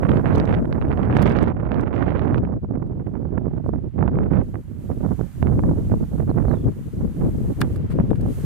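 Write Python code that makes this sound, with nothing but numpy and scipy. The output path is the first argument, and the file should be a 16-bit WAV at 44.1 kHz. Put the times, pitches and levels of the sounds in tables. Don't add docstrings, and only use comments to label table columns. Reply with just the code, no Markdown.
import sys
import numpy as np
from scipy import signal
from scipy.fft import rfft, irfft, next_fast_len
from scipy.io import wavfile
from scipy.ndimage import uniform_filter1d, minimum_filter1d, map_coordinates

SR = 44100
rng = np.random.default_rng(int(sys.argv[2]) if len(sys.argv) > 2 else 0)


def store_pcm(level_fs):
    pcm = np.round(np.clip(level_fs, -1, 1) * 32767).astype(np.int16)
    wavfile.write(sys.argv[1], SR, np.atleast_2d(pcm).T)


N = 372644

# frequency in Hz, density in dB.
BRIGHT_SPECTRUM = [(1000, -3.5), (3000, 0.5), (4600, 3), (6000, -5.5), (8500, 2), (12000, -0.5),
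                   (13500, -4), (15500, -8.5)]
DULL_SPECTRUM = [(500, -28.5), (800, -2), (1200, 3), (1750, -1), (2100, -5), (4200, -23), (7000, -42.5)]
# time in seconds, left port in dB, right port in dB, turbulence in dB.
STEADY_FLOW = [(0, -29, -21.5, 2.5), (.45, -22.5, -19, 4.5), (.8, -21.5, -18, 2), (1.05, -23.5, -17.5, 2.5),
               (1.3, -26, -19, 6.5), (1.6, -25, -19.5, 3.5), (2.1, -28.5, -16.5, 5), (2.42, -24, -17.5, 1),
               (2.62, -29, -24, 0.5), (3.05, -34, -23, 1), (3.8, -33, -22, -1.5), (4.6, -33, -28.5, 1),
               (5.3, -37, -25, -3), (5.6, -19, -17.5, -2.5), (6.4, -30, -25, -2.5),
               (6.8, -27.5, -29.5, -0.5), (7.4, -23, -21, -2), (8.1, -18.5, -26, -2),
               (8.45, -26, -22, -1.5)]


def amp(db):
    return 10 ** (np.asarray(db) / 20)


def unit(x):
    return x / np.sqrt(np.mean(x ** 2) + 1e-20)


def along(points, hz):
    knots_hz, values = np.transpose(points)
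    return np.interp(np.log(hz + 1), np.log(knots_hz + 1), values)


def curves(rows):
    times_s, *columns = np.transpose(rows)
    return [np.interp(np.arange(N) / SR, times_s, column) for column in columns]


def wobble(rate_hz):
    knots = rng.standard_normal(int(N * rate_hz / SR) + 4)
    return map_coordinates(knots, [np.arange(N) * rate_hz / SR])


def filtered(x, response):
    size = next_fast_len(N + SR // 2)
    return irfft(rfft(x, size) * response(np.fft.rfftfreq(size, 1 / SR)), size)[..., :N]


def noise(spectrum):
    return unit(filtered(rng.standard_normal(N), lambda hz: amp(along(spectrum, hz))))


def steadied(x, window_s):
    power = signal.fftconvolve(x ** 2, signal.windows.hann(int(window_s * SR)), 'same')
    return unit(x / np.sqrt(np.abs(power) + 1e-4 * power.mean()))


def add(track, start_s, sound):
    part = track[round(start_s * SR):][:len(sound)]
    part += sound[:len(part)]


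def air(lag_ms=0.036, drift_db=1.5, low_hz=8000, top_hz=13000):
    # time in seconds, far wind in dB, hiss in dB, lift of the top treble in dB.
    levels = [(0, -62, -66, 0.5), (1.35, -64, -75, 0), (1.45, -71, -86.5, -1.5), (4.4, -61.5, -75.5, -1),
              (4.44, -62, -67, 1.5), (4.78, -60, -66.5, 3.5), (4.82, -59.5, -62.5, 3.5),
              (5.42, -55, -59, 2), (5.44, -59.5, -64, 1.5), (5.66, -60, -60.5, 3), (6.2, -57.5, -58, 1.5),
              (6.24, -59, -61.5, 2.5), (7.2, -55.5, -59, 2.5), (7.75, -52.5, -57, 0),
              (7.79, -52, -65, -1.5), (8.2, -55, -64, -1.5), (8.33, -52.5, -50.5, 2.5),
              (8.45, -49.5, -50, 2)]
    # frequency in Hz, density in dB.
    far_spectrum = [(100, -5), (400, -2), (1000, -1.5), (1450, -4), (1800, -6), (2300, -9.5), (3100, -13),
                    (3700, -18.5), (5500, -24), (9000, -37.5)]
    hiss_spectrum = [(1500, -16.5), (3000, -1.5), (4200, -2), (5400, -4), (6700, 1), (7500, 0), (9000, 2),
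                     (10500, 0), (12100, 5), (13000, -4), (14300, -0.5), (15700, -12)]
    # frequency in Hz, left-right correlation.
    likeness = [(300, 0.33), (1500, 0.18), (4000, 0.28), (12000, 0.42)]

    def mid_side_gains(hz):
        angle = np.arccos(np.clip(along(likeness, hz), -1, 1)) / 2
        return np.array([np.cos(angle), np.sin(angle)])

    def stereo_noise(spectrum):
        mid, side = filtered(np.array([noise(spectrum), noise(spectrum)]), mid_side_gains)
        return amp(0.75 * wobble(7.2)) * np.array([mid + side, mid - side])

    far_db, hiss_db, top_db = curves(levels)
    hiss = stereo_noise(hiss_spectrum)
    top = filtered(hiss, lambda hz: 1 - 1 / (1 + (hz / top_hz) ** 20))
    low = filtered(hiss, lambda hz: 1 / (1 + (hz / low_hz) ** 10))
    hiss = hiss + (amp(top_db) - 1) * top + (amp(drift_db * wobble(5)) - 1) * low
    out = amp(far_db) * stereo_noise(far_spectrum) + amp(hiss_db) * hiss
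    delay_s = np.array([[0.5], [-0.5]]) * lag_ms / 1000
    return amp([[-1.5], [0]]) * filtered(out, lambda hz: np.exp(-2j * np.pi * hz * delay_s))


def bird(trill_s=6.482, first_hz=4320, floor_hz=3130, note_s=0.028, gap_s=0.0025):
    # start in seconds, pitch in Hz, level in dB, length in seconds, slide as share of pitch.
    slur = (6.285, 4500, -60, 0.038, 0.22)
    trill = [(trill_s + k * (note_s + gap_s), floor_hz + (first_hz - floor_hz) * 0.72 ** k,
              -59 - k, note_s, 0.12) for k in range(6)]
    out = np.zeros(N)
    waver = 1 + 0.022 * wobble(450)
    for start_s, start_hz, db, length_s, slide in [slur] + trill:
        hz = start_hz * (1 - slide * np.linspace(0, 1, int(length_s * SR)) ** 1.8)
        hz = hz * waver[round(start_s * SR):][:len(hz)]
        add(out, start_s, amp(db) * np.hanning(len(hz)) * np.sin(2 * np.pi * np.cumsum(hz) / SR))
    return out


def hand_rubs(grain_db=3):
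    # start in seconds, length in seconds, scrape in dB, body in dB.
    rubs = [(3.544, 0.044, -78, -66.5), (3.623, .1, -72, -68.5), (7.893, 0.051, -54, -44)]
    out = np.zeros((2, N))
    for track in out:
        scrape = unit(noise(BRIGHT_SPECTRUM) * amp(grain_db * wobble(300)))
        body = noise(DULL_SPECTRUM)
        for start_s, length_s, scrape_db, body_db in rubs:
            now = round(start_s * SR) + np.arange(int(length_s * SR))
            rub = amp(scrape_db) * scrape[now] + amp(body_db) * body[now]
            add(track, start_s, np.hanning(len(now)) * rub)
    return out


def clicks(rise_s=0.00018, chatter_db=-10, chatter_t60_s=0.04):
    # start in seconds, burst in dB, burst T60 in seconds, knock in dB.
    # At 5.427 s, a sharp bright tick as the hard wind thump overloads the microphone
    events = [(2.868, -65.5, .025, -70.5), (5.427, -46, 0.013, -62), (7.606, -39, .025, -42),
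              (7.611, -33.5, 0.014, -50), (7.6141, -23.5, .014, -41), (7.6166, -42.5, .018, -13.5),
              (7.76, -47.5, 0.037, -39.5), (8.106, -51.5, .023, -38.5), (8.157, -55.5, 0.033, -41.5),
              (8.21, -45, 0.03, -48)]
    # frequency in Hz, level in dB, T60 in seconds.
    ring_modes = [(870, -20.5, .02), (1210, -5, 0.011), (1430, -2, 0.015), (1635, 1, 0.014),
                  (2270, -4, .008), (2710, -11, 0.013), (3480, -10.5, 0.013), (4330, -20, 0.015)]
    out = np.zeros((2, N))
    t = np.arange(SR // 8) / SR
    onset = 1 - np.exp(-t / rise_s)
    for track, side_db in zip(out, (-3, 2)):
        bright, chatter = noise(BRIGHT_SPECTRUM), noise(DULL_SPECTRUM)
        for start_s, burst_db, burst_t60_s, knock_db in events:
            now = round(start_s * SR) + np.arange(len(t))
            ring = sum(amp(db + rng.normal(0, 1.3) - 60 * t / t60_s) * np.sin(2 * np.pi * hz * t)
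                       for hz, db, t60_s in ring_modes)
            knock = ring + amp(chatter_db - 60 * t / chatter_t60_s) * chatter[now]
            burst = amp(-60 * t / burst_t60_s) * bright[now]
            add(track, start_s, onset * (amp(knock_db) * knock + amp(burst_db + side_db) * burst))
    return out


def flow_level(side, rise_10db_s=0.017, fall_10db_s=0.024):
    # start in seconds, hold in seconds, left port in dB, right port in dB.
    gusts = [(0.026, 0.027, -28.5, -15.5), (0.09, 0.11, -22.5, -14), (0.256, 0.053, -26.5, -14.5),
             (0.332, 0.06, -26.5, -11.5), (0.51, 0.045, -20, -17), (.572, .055, -17, -29),
             (.875, .015, -19, -26.5), (0.91, 0.025, -29.5, -17), (1.102, .012, -17, -22),
             (1.156, 0.16, -27, -13.5), (1.359, 0.077, -28, -15), (1.472, 0.018, -30.5, -19.5),
             (1.783, 0.015, -25, -17.5), (2.322, 0.082, -23.5, -18), (2.525, 0.039, -29.5, -22.5),
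             (2.624, 0.015, -31.5, -26.5), (2.733, 0.097, -32, -26), (3.231, 0.016, -32.5, -21.5),
             (3.341, 0.043, -32.5, -18), (3.46, 0.053, -32, -22), (3.573, 0.017, -31, -26.5),
             (3.659, 0.04, -22, -20.5), (3.744, 0.025, -23.5, -19.5), (3.987, 0.1, -26, -15),
             (4.128, 0.14, -23.5, -16.5), (4.312, 0.087, -23, -12.5), (4.541, 0.018, -32.5, -21),
             (4.901, 0.022, -31.5, -19.5), (5.009, 0.06, -27, -16.5), (5.085, .045, -28, -18.5),
             (5.2, 0.036, -31.5, -18.5), (5.433, 0.099, -25, -14.5), (5.6, 0.12, -25, -17.5),
             (5.92, 0.022, -20.5, -13), (6.015, 0.015, -22, -17), (6.113, 0.025, -26.5, -20.5),
             (6.185, .06, -26, -20), (6.276, 0.041, -27, -15.5), (6.35, .11, -27.5, -15.5),
             (6.481, .06, -26, -14), (6.655, 0.033, -14, -19), (6.963, 0.065, -30.5, -25),
             (7.033, 0.035, -18.5, -25), (7.214, 0.06, -21.5, -18.5), (7.613, 0.048, -26, -18.5),
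             (7.991, 0.014, -14.5, -14.5), (8.056, .02, -15, -21), (8.107, 0.017, -19, -21),
             (8.201, 0.086, -24, -22)]
    # centre in seconds, depth in dB (negative swells), half width in seconds.
    lulls = [(0.441, 0.5, 0.025), (.61, 5, 0.027), (0.681, 5, 0.017), (.772, 2.5, .012), (.962, 4.5, .014),
             (1.524, 4.5, 0.014), (1.562, 4.5, .012), (1.909, 5, 0.016), (2.412, 4, .01),
             (2.602, 14, 0.025), (2.672, 3.5, 0.012), (3.62, 6.5, 0.011), (3.72, 11, 0.0067),
             (3.919, 12.5, 0.02), (4.639, 9.5, 0.037), (4.77, 4, 0.016), (4.825, 3.5, .014),
             (5.17, 13, .011), (5.31, 11.5, 0.047), (5.99, 10.5, 0.0095), (6.085, 10, 0.028),
             (6.6, -6, 0.029), (6.75, 7.5, 0.014), (6.91, 9, 0.016), (7.131, 7, 0.028), (7.3, 1, 0.016),
             (7.556, 10, .025), (8.34, 6.5, 0.033)]
    t = np.arange(N) / SR
    dip_db = sum(db * np.exp(-((t - centre_s) / half_s) ** 2) for centre_s, db, half_s in lulls)
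    power = amp(curves(STEADY_FLOW)[side] - dip_db) ** 2
    age_s = np.arange(-SR // 4, SR // 2) / SR
    for start_s, hold_s, *port_db in gusts:
        skirts = np.maximum(-age_s / rise_10db_s, 0) + np.maximum((age_s - hold_s) / fall_10db_s, 0)
        gust_power = amp(port_db[side] - 10 * skirts) ** 2
        add(power, max(start_s + age_s[0], 0), gust_power[start_s + age_s >= 0])
    return 10 * np.log10(power)


def eddy_level(level_db, turbulence_db, growth=1.776, knee_db=-16, knee_width_db=6.5, ceiling_db=-23.5):
    shortfall_db = growth * (knee_db - level_db) - turbulence_db
    return ceiling_db - knee_width_db * np.logaddexp(0, shortfall_db / knee_width_db)


def swirl(u, skew_rad):
    return -np.real(np.exp(1j * skew_rad) / (1 + 1j * u) ** 2)


def vortices(at, gain, half_samples, skew_rad):
    k = np.arange(-200, 201)
    pulses = gain[:, None] * swirl(k / half_samples[:, None], skew_rad[:, None]) * np.hanning(len(k))
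    return np.bincount(((at[:, None] + k) % N).ravel(), pulses.ravel(), N)


def rasp(eddy_db, flurry_db, full_db=-39.5, growth=4.6, grain_db=6):
    # frequency in Hz, density in dB.
    spectrum = [(300, -30), (1000, -6), (2000, 0), (3000, -3), (4000, -10), (5000, -22), (7000, -35),
                (10000, -50), (15000, -64)]
    level_db = full_db + growth * np.minimum(eddy_db + 20.5, 0)
    return amp(level_db) * unit(noise(spectrum) * amp(0.46 * flurry_db + grain_db * wobble(350)))


def crackle(eddy_db, rate_hz=910, max_db=-21.5, growth=3.2, min_half_ms=0.082):
    when, weakness, span, turn = rng.random((int(rate_hz * N / SR), 4)).T
    at = (when * N).astype(int)
    level_db = max_db + growth * np.minimum(eddy_db[at] + 19, 0) - 26 * np.sqrt(weakness)
    half_samples = min_half_ms * SR / 1000 * 2.1 ** span
    heard = level_db > -75
    return vortices(at[heard], amp(level_db[heard]), half_samples[heard], 2 * np.pi * turn[heard])


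def thumps(eddy_db, rate_hz=5.4, max_over_db=14.0, base_half_ms=0.77, sharpening=0.2):
    when, weakness, turn = rng.random((int(rate_hz * N / SR), 3)).T
    at = (when * N).astype(int)
    half_samples = base_half_ms * SR / 1000 * amp(-sharpening * (eddy_db[at] + 31.5))
    return vortices(at, amp(eddy_db[at] + max_over_db - 4.1 * weakness), half_samples, 2 * np.pi * turn)


def eddy_stream(flow_db, base_half_ms, crowding=0.5, sharpening=0.3, scatter=0.25, spread_db=2.5):
    # frequency in Hz, gain of the port in dB.
    port_response = [(60, -57.5), (150, -19.5), (260, -3), (400, -3), (600, -2), (1000, -4), (1700, -0.5),
                     (2800, 2.5), (4200, 2.5), (6300, -5), (9000, -13.5)]
    step = 10
    chance, turn = rng.random((2, N // step))
    size, span = rng.standard_normal((2, N // step))
    rate_hz = 110 + 380 * amp(crowding * flow_db[::step][:len(chance)])
    hit = np.flatnonzero(chance < rate_hz * step / SR)
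    bulk = np.exp(scatter * span[hit])
    half_samples = base_half_ms * SR / 1000 * amp(-sharpening * flow_db[hit * step]) * bulk
    stream = vortices(hit * step, amp(spread_db * size[hit]) * bulk, half_samples, 2 * np.pi * turn[hit])
    return steadied(filtered(stream, lambda hz: amp(along(port_response, hz))), 0.092)


def hard_eddies(wake_ms=2.54, wake_db=-8, shatter_half_ms=0.13, spray_ms=0.98):
    # time in seconds, level in dB, core half width in ms, port (0 left, 1 right).
    hits = [(.033, -10, 0.33, 1), (.092, -11, 0.23, 1), (.117, -17, 0.2, 1), (0.172, -17.5, 0.21, 1),
            (.196, -14, 0.39, 1), (.258, -9, 0.28, 1), (.353, -20, 0.12, 1), (0.359, -25, .055, 1),
            (.382, -25, 0.075, 1), (0.4, -13, 0.135, 1), (.455, -22.5, 0.11, 1), (.527, -14, .23, 1),
            (0.542, -13, 0.19, 1), (.549, -17, 0.2, 1), (.655, -21, 0.26, 1), (.727, -15, 0.17, 1),
            (.815, -15.5, .25, 1), (.824, -17.5, 0.26, 1), (.885, -26, 0.21, 1), (.917, -12, 0.27, 1),
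            (.928, -18, 0.23, 1), (.975, -21, .21, 1), (.994, -9, 0.55, 1), (1.032, -19, 0.19, 1),
            (1.053, -21, .23, 1), (1.099, -9, 0.42, 0), (1.127, -17.5, .23, 1), (1.152, -16, .25, 1),
            (1.166, -26, .09, 1), (1.168, -2.5, 0.24, 1), (1.172, -20, 0.07, 1), (1.187, -14, .27, 1),
            (1.22, -23, 0.072, 1), (1.224, -25, 0.029, 0), (1.226, -21, .05, 1), (1.227, -19.5, 0.03, 0),
            (1.23, -13, .22, 1), (1.258, -17, 0.15, 1), (1.266, -14, 0.18, 1), (1.273, -24, .075, 1),
            (1.278, -10, .22, 1), (1.297, -28, .07, 1), (1.321, -30, 0.07, 1), (1.36, -13.5, .28, 1),
            (1.368, -23, 0.13, 1), (1.388, -14, 0.17, 1), (1.43, -25.5, 0.061, 1), (1.481, -21, .18, 1),
            (1.6, -26, 0.3, 1), (1.652, -26, 0.25, 1), (1.718, -15.5, 0.21, 1), (1.744, -19, 0.2, 1),
            (1.811, -31.5, 0.056, 1), (1.93, -25, 0.21, 1), (1.956, -33, 0.1, 1), (2.026, -16, 0.24, 1),
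            (2.106, -17, 0.24, 1), (2.182, -25, .2, 1), (2.194, -15.5, 0.22, 1), (2.345, -10.5, 0.27, 1),
            (2.381, -17, 0.19, 1), (2.451, -19.5, 0.31, 1), (2.71, -15, 0.64, 1), (3.154, -22, 0.39, 1),
            (3.379, -12, 0.38, 1), (3.468, -9, 0.86, 1), (3.663, -12.5, 0.59, 1), (3.692, -9.5, 0.62, 1),
            (4.027, -8, 0.36, 1), (4.079, -12, 0.3, 1), (4.188, -12.5, 0.34, 1), (4.544, -21, 0.37, 1),
            (4.556, -19, 0.34, 1), (4.902, -14, 0.83, 1), (5.05, -17, .48, 1), (5.063, -15, .55, 1),
            (5.194, -14, .7, 1), (5.212, -12.5, 0.53, 1), (5.427, -6.5, 0.27, 1), (5.428, 3.5, 1, 1),
            (5.471, -17.5, .27, 1), (5.48, -19, 0.37, 1), (5.593, -11, 0.38, 1), (5.637, -11, 0.48, 1),
            (5.713, -12, .7, 1), (5.9, -25, 0.61, 1), (5.919, -13.5, 0.55, 1), (5.94, -10, 0.7, 1),
            (6.04, -22.5, 0.49, 1), (6.295, -16, 0.53, 1), (6.314, -12, 0.6, 1), (6.385, -12, 0.42, 1),
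            (6.453, -17, 0.45, 1), (6.483, -11.5, 0.57, 1), (6.514, -14, 0.41, 1), (6.539, -10, 0.67, 1),
            (7.988, -8.5, 0.55, 1), (8.001, -6, 1.2, 0), (8.114, -1, 0.8, 0), (8.118, -4, 1.1, 0),
            (8.132, -16, 0.52, 1), (8.262, -15, 0.72, 1)]
    out = np.zeros((2, N))
    ms = np.arange(-SR // 100, SR // 100) * 1000 / SR
    for time_s, db, half_ms, side in hits:
        core = 1.26 * swirl(ms / half_ms, 0.61)
        outer_whirl = 0.3 * swirl(ms / half_ms / 3.3, -0.27)
        wake = sum(swirl((ms - wake_ms * late) / half_ms, 2 * np.pi * turn)
                   for late, turn in rng.random((3, 2)))
        whole = core + outer_whirl + amp(wake_db) * wake
        shreds = rng.standard_normal(len(ms)) * np.exp(-np.abs(ms) / spray_ms)
        spray = signal.fftconvolve(whole, shreds / np.linalg.norm(shreds), 'same')
        spray_share = 1 / (1 + (half_ms / shatter_half_ms) ** 4)
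        pressure = np.sqrt(1 - spray_share) * whole + np.sqrt(spray_share) * spray
        add(out[int(side)], time_s + ms[0] / 1000, amp(db) * pressure * np.hanning(len(ms)))
    return out


def rumble(level_db, turbulence_db, breakup_db, flurry_db, lift_per_db):
    # frequency in Hz, density in dB.
    spectrum = [(10, -31), (25, -16), (45, -6), (70, -2), (110, -1.5), (170, -3), (250, -6), (350, -11),
                (500, -19.5), (800, -39), (1500, -51), (4000, -110)]
    full = noise(spectrum)
    deep = unit(filtered(full, lambda hz: 1 / np.sqrt(1 + (hz / 180) ** 6)))
    share = np.clip(0.73 + lift_per_db * (breakup_db + flurry_db), 0, 1.2)
    whirls = steadied((share * full + (1 - share) * deep) * amp(0.81 * flurry_db), 0.094)
    largest = filtered(whirls, lambda hz: 1 / (1 + (hz / 65) ** 4))
    largest_db = uniform_filter1d(level_db, size=5000) - 0.25 * turbulence_db + 0.5
    return amp(level_db) * (whirls - largest) + amp(largest_db) * largest


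def port_wind(side, shelter_db, rumble_db, tear_db, base_half_ms,
              lift_per_db, flutter_db, grit, unrest_db, rough_share):
    level_db = flow_level(side) + unrest_db * wobble(16)
    turbulence_db = curves(STEADY_FLOW)[2]
    eddy_db = eddy_level(level_db - shelter_db, turbulence_db) + rough_share * turbulence_db
    breakup_db = np.clip(eddy_db - level_db + 13, -15, 8)
    fitfulness = np.interp(eddy_db, [-33, -25], [1, 0.55])
    flurry_db = flutter_db * fitfulness * (0.96 * wobble(42) + 0.6 * wobble(120))
    low = amp(rumble_db) * rumble(level_db, turbulence_db, breakup_db, flurry_db, lift_per_db)
    flow_db = eddy_db + 29.5 + 0.5 * flurry_db + grit * breakup_db
    flurries = eddy_stream(flow_db, base_half_ms) * amp(1.23 * flurry_db)
    tear = amp(eddy_db + tear_db) * steadied(flurries, 0.077)
    return low + tear + crackle(eddy_db) + thumps(eddy_db) + rasp(eddy_db, flurry_db)


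def wind():
    left = port_wind(0, shelter_db=2.04, rumble_db=0.0, tear_db=0.5, base_half_ms=0.77,
                     lift_per_db=0.055, flutter_db=4.0, grit=0.84, unrest_db=2.0, rough_share=0.54)
    right = port_wind(1, shelter_db=0.2, rumble_db=-0.76, tear_db=-0.52, base_half_ms=0.58,
                      lift_per_db=0.053, flutter_db=4.5, grit=0.82, unrest_db=1.0, rough_share=0.5)
    return np.array([left, right])


def scene():
    return wind() + hard_eddies() + air() + clicks() + hand_rubs() + bird()


def record(dry):
    band_limit_hz = 15700
    needed_gain = 1 / np.maximum(np.abs(dry), 1)
    gain = uniform_filter1d(minimum_filter1d(needed_gain, size=301), size=301)
    return filtered(dry * gain, lambda hz: hz < band_limit_hz)


dry = scene()
out = record(dry)
store_pcm(out)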